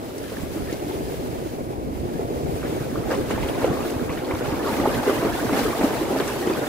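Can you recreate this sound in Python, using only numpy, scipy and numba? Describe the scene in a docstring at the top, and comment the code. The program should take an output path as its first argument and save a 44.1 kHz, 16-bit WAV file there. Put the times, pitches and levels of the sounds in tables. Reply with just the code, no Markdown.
"""A sandy beach, knee-deep in the wash: breakers roar out to sea, foam fizzes, wind bumps the microphone.
From three seconds on something thrashes in the shallows, legs wade past and a small wave slops close by.
The near water sounds by bubble resonance: trapped air is a spring and the water around it a mass,
so big bubbles gulp, small ones patter and the tiniest fizz. Surf and wind are turbulent, broadband noise.
Levels in the tables are relative within a layer; scene() sets the balance between layers."""
import sys
import numpy as np
from scipy import signal
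from scipy.fft import rfft, irfft, next_fast_len
from scipy.io import wavfile
from scipy.ndimage import map_coordinates
from numba import njit

SR = 44100
rng = np.random.default_rng(int(sys.argv[2]) if len(sys.argv) > 2 else 0)


def master_out(mix):
    """Clip the mix to full scale and print it as 16-bit PCM to the path in sys.argv[1]."""
    frames = np.transpose(np.atleast_2d(mix))
    ceiling = np.clip(frames, -1, 1)
    pcm = np.round(ceiling * 32767).astype(np.int16)
    wavfile.write(sys.argv[1], SR, pcm)


N = 294625
TIME = np.arange(N) / SR
WADER_BEARING = -0.11   # -1 left .. 1 right


def from_db(db):
    """Decibel scale: 20 dB is a tenfold amplitude."""
    return 10 ** (np.asarray(db) / 20)


def added_db(*levels_db):
    """Incoherent addition: unrelated sounds sum in power."""
    return 10 * np.log10(sum(from_db(level) ** 2 for level in levels_db))


def rms_one(x):
    """Normalisation to unit mean power."""
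    return x / np.sqrt(np.mean(x ** 2) + 1e-20)


def in_time(rows):
    """Linear interpolation of (time_s, value) rows at every sample."""
    return np.interp(TIME, *np.transpose(rows))


def drift(rate_hz):
    """Random modulation: low-passed noise of unit spread, changing about rate_hz times a second."""
    step, settle = 40, 2000
    pole = np.exp(-2 * np.pi * step * rate_hz / SR)
    noise = rng.standard_normal(N // step + settle + 2)
    slow = signal.lfilter([1], [1, -2 * pole, pole * pole], noise)[settle:]
    return np.interp(np.arange(N) / step, np.arange(len(slow)), rms_one(slow))


def coloured(x, spectrum):
    """Spectral shaping: a white sound takes on a smooth spectrum, at unit power."""
    size = next_fast_len(N)
    hz, db = np.transpose(spectrum)
    freqs = np.maximum(np.fft.rfftfreq(size, 1 / SR), 1)
    gain = from_db(np.interp(np.log(freqs), np.log(hz), db))
    skirts = np.minimum(freqs / hz[0], 1) * np.minimum(hz[-1] / freqs, 1)
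    return rms_one(irfft(rfft(x, size) * gain * skirts, size)[..., :N])


def swells(crests_s, peaks_db, rise_s, falls_s):
    """Growth and decay: the level in dB of swells with a Gaussian rise and an exponential fall."""
    power = np.full(N, 1e-12)
    for crest_s, peak_db, fall_s in np.broadcast(crests_s, peaks_db, falls_s):
        age = TIME - crest_s
        fade = np.where(age < 0, (age / rise_s) ** 2, age / fall_s)
        power += from_db(peak_db) ** 2 * np.exp(-2 * np.minimum(fade, 20))
    return 10 * np.log10(power)


@njit
def damped_sines(starts_s, heights, pitches_hz, decays_s, rise):
    """Damped oscillation: dying sines whose pitch climbs by `rise`, as a bubble's does near the surface."""
    out = np.zeros(N)
    for k in range(len(starts_s)):
        first = max(int(starts_s[k] * SR) + 1, 0)
        for i in range(first, min(first + int(6 * decays_s[k] * SR), N)):
            t = i / SR - starts_s[k]
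            age, turns = t / decays_s[k], t * pitches_hz[k]
            envelope = heights[k] * (1 - np.exp(-4 * turns)) * np.exp(-age)
            out[i] += envelope * np.sin(2 * np.pi * turns * (1 + rise * age))
    return out


def bubbles(starts_s, heights, pitches_hz, cycles, rise, bearing):
    """Arrival-time difference: each bubble reaches the nearer microphone port a little earlier."""
    port_lag_s = 0.00045
    shift_s = bearing * port_lag_s / 2
    return np.array([damped_sines(starts_s + side * shift_s, heights, pitches_hz, cycles / pitches_hz, rise)
                     for side in (1, -1)])


def bubble_cloud(low_hz, high_hz, cycles, spread_db, cluster_db, rise, width, count):
    """Superposition: random bubbles, louder in clusters of like size, give about equal power per Hz."""
    when, size, strength, damping, place, sign = rng.random((count, 6)).T
    pitches_hz = (np.sqrt(low_hz) + size * (np.sqrt(high_hz) - np.sqrt(low_hz))) ** 2
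    clusters = map_coordinates(rng.standard_normal((201, 10)), [when * 200, size * 9], order=1)
    level_db = spread_db * np.minimum(-np.log(1 - strength), 4) + cluster_db * clusters
    heights = from_db(level_db) * np.sign(sign - .5) * pitches_hz ** (3 / 4)
    bearing = WADER_BEARING + width * (2 * place - 1)
    return bubbles(when * N / SR, heights, pitches_hz, cycles * (.5 + damping), rise, bearing)


# Distant surf: time_s, level_db
SURF_LEVEL = [(0, -34.5), (.25, -38.5), (.7, -34.5), (.95, -33), (1.2, -34), (1.6, -35.5), (2.1, -34.5),
              (2.4, -32), (2.7, -32), (3.3, -31.5), (4.2, -33), (6.68, -32)]
# Delay of the left channel as the microphone turns to face the sea: time_s, lag_ms
SURF_LAG = [(0, 0.4), (4.1, 0.45), (4.9, 0.23), (6.68, 0.25)]
# Spectrum of the surf: frequency_hz, density_db
SURF_SPECTRUM = [(70, -12.5), (125, -4.5), (190, -12), (250, 0.5), (340, 2), (500, -2), (750, -8),
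                 (1150, -19), (1700, -28.5), (2200, -27.5), (3200, -37.5), (5000, -39.5)]


def breakers(diffuse_db, flutter_db):
    """Direct and diffuse fields: a dull roar from one side, a weaker one from the whole shoreline."""
    roar = coloured(rng.standard_normal(N), SURF_SPECTRUM)
    delayed = np.interp(TIME - in_time(SURF_LAG) / 1000, TIME, roar)
    diffuse = coloured(rng.standard_normal((2, N)), SURF_SPECTRUM)
    field = rms_one(np.array([delayed, roar]) + from_db(diffuse_db) * diffuse)
    return from_db(in_time(SURF_LEVEL) + flutter_db * drift(26)) * field


# Steady breeze on the microphone: time_s, level_db
BREEZE_LEVEL = [(0, -46), (1.1, -37.5), (2.3, -35.5), (4.4, -39), (5.3, -35), (5.8, -39.5), (6.68, -43)]
# Gusts on top of it: crest_s, peak_db
WIND_GUSTS = [(.39, -36), (.61, -32.5), (1.0, -36.5), (1.85, -32.5), (2.04, -35), (2.44, -30.5),
              (2.99, -31), (3.35, -34), (3.69, -33), (4.06, -34.5), (4.43, -49), (6.24, -41)]
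# Spectrum of the eddies: frequency_hz, density_db
WIND_SPECTRUM = [(15, -18), (28, -12), (45, -4), (66, 2), (95, -3), (135, 0), (190, -4), (300, -4.5),
                 (600, -21.5), (2000, -61)]


def wind(lump_db, shared):
    """Turbulent pressure: eddies press on each port mostly independently, harder in the gusts."""
    crests_s, peaks_db = np.transpose(WIND_GUSTS)
    gusts_db = swells(crests_s, peaks_db, rise_s=0.039, falls_s=0.09)
    level_db = added_db(in_time(BREEZE_LEVEL), gusts_db)
    eddies = coloured(rng.standard_normal((2, N)) + shared * rng.standard_normal(N), WIND_SPECTRUM)
    return from_db(level_db + lump_db * np.array([drift(18), drift(24)])) * eddies


# Single eddies striking the microphone: start_s, peak_db, pitch_hz
EDDY_THUMPS = [(0.63, -21, 69.6), (0.671, -23, 65), (1.818, -26, 110), (1.905, -28, 65), (1.995, -17, 80),
               (2.03, -15, 130), (2.074, -23, 100), (2.245, -15, 110), (2.54, -15, 94), (2.696, -19, 135),
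               (2.808, -17.5, 130), (2.985, -15, 112), (3.198, -18, 100), (3.344, -16.5, 75),
               (3.441, -13.5, 71.5), (3.702, -8.5, 153), (3.963, -12.5, 115), (4.052, -24, 90),
               (4.18, -31, 100), (4.335, -17, 95), (4.525, -17, 101)]


def thumps(cycles):
    """Pressure pulse: a big eddy gives a short, low push and pull, unequal at the two ports."""
    start_s, peak_db, pitch_hz = np.transpose(EDDY_THUMPS)
    ports = []
    for _ in range(2):
        arrival_s = start_s + rng.uniform(-0.0015, 0.00047, len(start_s))
        heights = from_db(peak_db + rng.normal(0, 1.1, len(start_s)))
        ports.append(damped_sines(arrival_s, heights, pitch_hz, cycles / pitch_hz, rise=0.))
    return np.array(ports)


# How hard the near water is stirred: time_s, level_db
CHURN_LEVEL = [(0.0, -48), (0.56, -48), (1.65, -58), (2.1, -54), (3.63, -35.5), (4.07, -38.5), (4.67, -35),
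               (4.82, -33), (5.38, -34.5), (5.84, -34), (6.51, -37), (6.68, -35)]
# Fizz of the foam lying around: time_s, level_db
FOAM_LEVEL = [(0, -52.5), (.33, -48.5), (.9, -48.5), (1.4, -50.5), (1.55, -50), (1.62, -56.5), (1.8, -56.5),
              (2.05, -53.5), (2.7, -49.5), (3.1, -49.5), (3.92, -47), (4.06, -50.5), (4.54, -49),
              (4.64, -45), (5.1, -42.5), (5.38, -45), (5.78, -41), (6.06, -45.5), (6.68, -45.5)]
# A body or a wavelet heaves the water up: crest_s, fall_s, slosh_db, patter_db
WATER_SURGES = [(.31, 0.22, -57, -46.5), (.71, 0.033, -55, -44), (2.63, 0.25, -52, -43.5),
                (2.98, 0.34, -30, -57), (3.125, 0.057, -29.5, -38.5), (3.32, 0.11, -32, -38.5),
                (3.435, 0.035, -49, -41), (3.645, 0.18, -24, -49), (4.13, 0.052, -44, -42),
                (4.47, 0.052, -48, -40.5), (4.68, 0.076, -25, -40), (4.81, 0.25, -28, -52),
                (5.1, 0.076, -23, -37.5), (5.255, 0.037, -27, -54), (5.535, 0.065, -25, -58),
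                (5.595, 0.044, -25, -31), (5.84, 0.13, -37, -45), (6.15, 0.041, -20, -41),
                (6.21, 0.16, -42, -37), (6.49, 0.078, -21, -36.5)]


def water_levels(full_churn_db, surge_rise_s):
    """Air entrainment: churn and surges drive bubbles of every size, setting four layers' levels in dB."""
    crests_s, falls_s, slosh_peaks_db, patter_peaks_db = np.transpose(WATER_SURGES)
    heave_db = swells(crests_s, slosh_peaks_db, surge_rise_s, falls_s)
    drops_db = swells(crests_s, patter_peaks_db, surge_rise_s, falls_s)
    churn_db = in_time(CHURN_LEVEL) - full_churn_db
    foam_db = in_time(FOAM_LEVEL)
    slosh_db = added_db(1.43 * churn_db - 29.5, heave_db)
    gurgle_db = added_db(1.88 * churn_db - 33, (heave_db + drops_db) / 2 - 3)
    patter_db = added_db(1.85 * churn_db - 37.5, drops_db, foam_db - 3)   # bursting foam patters too
    fizz_db = added_db(foam_db, drops_db - 11)   # a surge whips up foam
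    return slosh_db, gurgle_db, patter_db, fizz_db


# Spectrum of the foam: frequency_hz, density_db
FOAM_SPECTRUM = [(500, 3), (1500, 3), (2500, 3.5), (4000, 2), (6000, -0.5), (8700, -1.5), (12000, -0.2),
                 (15500, -2.5)]


def foam(level_db, pop_db):
    """Film rupture: countless tiny cells burst all around, merging into a hiss with sharper pops in it."""
    pops = bubble_cloud(low_hz=1536, high_hz=15540, cycles=8.2, spread_db=0.5, cluster_db=4.0,
                        rise=0.0363, width=1.0, count=30000)
    fizz = rng.standard_normal((2, N)) + from_db(pop_db) * rms_one(pops)
    return from_db(level_db) * coloured(fizz, FOAM_SPECTRUM)


# Spectrum of the droplets: frequency_hz, density_db
PATTER_SPECTRUM = [(500, -6), (1100, -1.5), (1700, 1), (2500, -4), (3500, -9), (5000, -13.5), (9000, -20.5),
                   (16000, -38)]


def pattering(level_db, ring_db):
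    """Drop impact: droplets patter over the stirred surface; a few leave a bubble that tinkles on."""
    dull = bubble_cloud(low_hz=679, high_hz=10250, cycles=3.1, spread_db=-1.5, cluster_db=-0.5,
                        rise=0.0066, width=0.41, count=22000)
    ringing = bubble_cloud(low_hz=1081.6, high_hz=8067, cycles=24.8, spread_db=1.5, cluster_db=2.0,
                           rise=0.015, width=0.23, count=2400)
    cloud = rms_one(dull) + from_db(ring_db) * rms_one(ringing)
    return from_db(level_db) * coloured(cloud, PATTER_SPECTRUM)


# Spectrum of the middle-sized bubbles: frequency_hz, density_db
GURGLE_SPECTRUM = [(200, -33), (400, -2), (600, 2), (850, 2.2), (1250, -1.5), (1700, -9), (2500, -35),
                   (5000, -34)]


def gurgling(level_db, ring_db):
    """Damped resonance: stirred water folds air under; most bubbles die fast and a few ring out."""
    damped = bubble_cloud(low_hz=295.4, high_hz=3466, cycles=4.6, spread_db=2.5, cluster_db=2.0,
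                          rise=0.031, width=0.74, count=9000)
    ringing = bubble_cloud(low_hz=385, high_hz=2178, cycles=8.7, spread_db=3.0, cluster_db=3.5,
                           rise=0.027, width=0.39, count=1100)
    cloud = rms_one(damped) + from_db(ring_db) * rms_one(ringing)
    return from_db(level_db) * coloured(cloud, GURGLE_SPECTRUM)


# Spectrum of the big air pockets: frequency_hz, density_db
SLOSH_SPECTRUM = [(110, -15), (180, -12.5), (240, -3), (350, -3), (500, -6.5), (750, -21), (1500, -49)]


def sloshing(level_db):
    """Resonant pitch falls with size: water slapping over itself traps big pockets of air that glug."""
    cloud = bubble_cloud(low_hz=176.2, high_hz=812, cycles=4.1, spread_db=0.8, cluster_db=3.5,
                         rise=0.013, width=0.78, count=2600)
    return from_db(level_db) * coloured(cloud, SLOSH_SPECTRUM)


# Blobs of falling water: start_s, peak_db, typical_pitch_hz, pitch_spread_octaves, typical_length_s
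FALLING_BLOBS = [(.181, -28, 8650, 0.84, 0.016), (.238, -35, 1460, .15, 0.013),
                 (.285, -43, 2300, 0.27, 0.043), (.69, -32, 1790, 0.12, 0.024),
                 (.726, -25.5, 5300, .45, 0.013), (.72, -31, 3000, 0.7, 0.042),
                 (.922, -35, 3400, 0.12, .01), (2.628, -30, 1330, 0.29, 0.034),
                 (3.108, -20, 1490, 0.57, 0.043), (3.112, -26, 6500, 0.71, .03),
                 (3.147, -26.5, 5630, 0.69, 0.054), (3.308, -25, 2200, 0.78, 0.016),
                 (3.309, -34, 6000, 1.1, .025), (3.355, -31, 1250, 0.27, 0.032),
                 (3.39, -31, 2500, .6, 0.033), (3.428, -25, 2600, 0.37, .03), (3.478, -36, 8040, .7, 0.013),
                 (3.486, -25, 2830, 0.29, .018), (3.583, -31, 2100, .8, .016),
                 (3.642, -28.5, 2700, .5, 0.023), (3.9, -24.5, 5140, 1.2, 0.024),
                 (4.093, -25.5, 2390, 0.33, .02), (4.128, -34, 4300, 0.5, .015),
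                 (4.172, -26, 2100, 0.55, 0.033), (4.246, -30, 3260, 0.55, .03),
                 (4.308, -23, 960, 0.38, .035), (4.349, -26, 2270, 1.57, .012),
                 (4.445, -34, 4900, .5, 0.021), (4.517, -33, 2850, .12, 0.013),
                 (4.855, -14, 896, 0.24, 0.011), (4.942, -25.5, 3470, 0.43, .012),
                 (5.262, -20, 1060, 0.27, 0.02), (5.492, -25, 1320, 0.21, .015),
                 (5.59, -22, 3700, 0.97, 0.034), (5.83, -29, 2300, 0.88, 0.032),
                 (6.198, -19, 2000, 1.14, 0.014), (6.277, -21.5, 7100, 0.38, .007)]


def splatters(fade_db, cycles, rise, count):
    """Break-up into drops: a blob lands as a run of ever weaker drops, each leaving a bubble."""
    start_s, peak_db, pitch_hz, octaves, length_s = np.repeat(FALLING_BLOBS, count, axis=0).T
    progress = np.tile(np.arange(count), len(FALLING_BLOBS)) / count
    jitter, detune, place = rng.uniform(-1.1, 1, (len(start_s), 3)).T
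    landings_s = start_s + length_s * progress * (1 + jitter / 2)
    heights = from_db(peak_db - fade_db * progress)
    pitches_hz = pitch_hz * 2 ** (octaves * detune)
    return bubbles(landings_s, heights, pitches_hz, cycles, rise, WADER_BEARING + 0.12 * place)


# Single drops that plop or plink: start_s, peak_db, pitch_hz
FAT_DROPS = [(.369, -25, 1700), (.591, -38, 1050), (.674, -33, 2300), (.796, -34, 2750), (.845, -37, 2200),
             (.911, -28, 835), (1.731, -30, 790), (2.474, -29, 760), (2.630, -37, 1320),
             (2.957, -20.5, 1150), (2.961, -27, 1390), (3.150, -25, 1035), (3.378, -21, 860),
             (4.096, -27, 1040), (4.689, -19, 930), (4.800, -21, 1930), (4.841, -25, 1890),
             (4.915, -26, 5000), (6.053, -26, 2170), (6.187, -25, 4600), (6.536, -25, 4450),
             (6.622, -21, 784)]


def plops(cycles, rise):
    """Impulse excitation: a fat drop pulls one bubble under, which rings clearly from a sharp start."""
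    start_s, peak_db, pitch_hz = np.transpose(FAT_DROPS)
    bearing = WADER_BEARING + rng.uniform(-.15, .15, len(start_s))
    return bubbles(start_s, from_db(peak_db), pitch_hz, cycles, rise, bearing)


# Splashes, each with a trapped air pocket and spray: start_s, peak_db, pitch_hz, spray_db
NEAR_SPLASHES = [(0.085, -26, 366, -39), (0.32, -16.5, 420, -43), (0.381, -15, 270, -41),
                 (0.562, -14.5, 310, -37), (0.726, -10.5, 310, -54), (.742, -17, 570, -53),
                 (.866, -14.5, 292, -52), (1.006, -13, 314, -48), (1.142, -14.5, 446, -52),
                 (1.424, -22, 350, -56), (1.928, -12.5, 264, -49), (1.971, -19, 337, -58),
                 (2.193, -11, 410, -47), (2.306, -12.5, 403, -46), (2.472, -23, 597, -56),
                 (2.810, -18.5, 300, -52), (2.925, -11.5, 271, -50), (3.105, -24, 560, -35),
                 (3.116, -7, 484, -31), (3.13, -20, 560, -30), (3.165, -29, 674, -43),
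                 (3.308, -9.5, 422, -27.5), (3.446, -13.5, 380, -45), (3.496, -13, 480, -38),
                 (3.644, -0.5, 505, -26), (3.671, -9, 444, -44), (3.701, -12, 400, -34),
                 (3.958, -11.5, 290, -53), (4.306, -12.5, 360, -32), (4.523, -7.5, 300, -34),
                 (4.798, -4, 274, -39), (4.855, -6.5, 800, -28), (4.874, -3.5, 384, -41),
                 (5.066, -9.5, 285, -44), (5.076, -5, 430, -30), (5.096, -6.5, 494, -28.5),
                 (5.126, -10, 330, -34), (5.227, -7.5, 317, -43), (5.248, -4.5, 288, -30),
                 (5.449, -9, 253, -49), (5.525, -6.5, 294, -24), (5.538, -7.5, 426, -36),
                 (5.570, -9, 366, -42), (5.656, -10, 410, -40), (5.81, -7, 266, -24.5),
                 (5.829, -9.5, 246, -25), (5.839, -1, 272, -46), (6.013, -8.5, 333, -50),
                 (6.106, -8.5, 364, -28), (6.163, -10.5, 635, -35), (6.201, -12, 417, -29),
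                 (6.472, -4, 370, -35), (6.498, -5, 352, -28)]


def gulps(cycles, rise, low_cut_hz):
    """Cavity resonance: each splash closes over an air pocket that rings briefly, with no deep bass."""
    start_s, peak_db, pitch_hz, _ = np.transpose(NEAR_SPLASHES)
    bearing = WADER_BEARING + rng.uniform(-.2, .2, len(start_s))
    rings = bubbles(start_s, from_db(peak_db), pitch_hz, cycles, rise, bearing)
    return signal.sosfilt(signal.butter(2, low_cut_hz, "high", fs=SR, output="sos"), rings)


def spray(attack_s, decay_s):
    """Broadband transient: each splash also throws up a short burst of heavily damped bubbles."""
    power = np.zeros(N)
    for start_s, _, _, spray_db in NEAR_SPLASHES:
        first = max(int((start_s - attack_s / 2) * SR), 0)
        age = TIME[:N - first]
        envelope = np.minimum(age / attack_s, 1) * np.exp(-np.minimum(age / decay_s, 20))
        power[first:] += (from_db(spray_db) * envelope) ** 2
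    cloud = bubble_cloud(low_hz=192, high_hz=12400, cycles=1.67, spread_db=1.0, cluster_db=8.0,
                         rise=0.032, width=0.4, count=32000)
    return np.sqrt(power) * spray_timbre(cloud)


# Spectrum of the spray: frequency_hz, density_db
SPRAY_SPECTRUM = [(110, -13), (190, 13), (280, -11.5), (550, 4), (1100, -3), (2200, -9.5), (4000, -21.5),
                  (8000, -21.5), (16000, -25)]


def spray_timbre(cloud):
    """Spectral envelope: the spray has two low peaks and a treble that falls away."""
    return coloured(cloud, SPRAY_SPECTRUM)


def scene():
    """Superposition of far breakers, stirred water and its foam, splashes and wind on the microphone."""
    slosh_db, gurgle_db, patter_db, fizz_db = water_levels(full_churn_db=-33, surge_rise_s=0.044)
    ripple_db = drift(13.6)   # each ripple stirs droplets and foam together
    sea = from_db(4.0) * breakers(diffuse_db=-6.0, flutter_db=1.67)
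    near = from_db(-1.5) * sloshing(slosh_db)
    near += from_db(3.5) * gurgling(gurgle_db, ring_db=-3.5)
    surface = from_db(2.0) * pattering(patter_db + 0.75 * ripple_db, ring_db=-2.5)
    surface += from_db(6.5) * foam(fizz_db + 1.22 * ripple_db, pop_db=-8.0)
    near += from_db(-3.5) * gulps(cycles=2.14, rise=0.0081, low_cut_hz=149)
    near += from_db(-0.5) * spray(attack_s=0.0056, decay_s=0.042)
    near += from_db(-4.5) * splatters(fade_db=12.5, cycles=4.5, rise=0.011, count=26)
    near += from_db(-0.5) * plops(cycles=4.4, rise=0.012)
    near *= from_db([[-.4], [.4]])   # a little louder on the right
    air = from_db(1.5) * wind(lump_db=4.0, shared=0.48) + from_db(-0.9) * thumps(cycles=0.98)
    return sea + near + surface + air


def record(dry):
    """Band limiting: a steep low-pass filter removes the highest treble."""
    cutoff_hz = 15600
    return signal.sosfilt(signal.ellip(12, .1, 80, cutoff_hz, fs=SR, output="sos"), dry)


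dry = scene()
out = record(dry)
master_out(out)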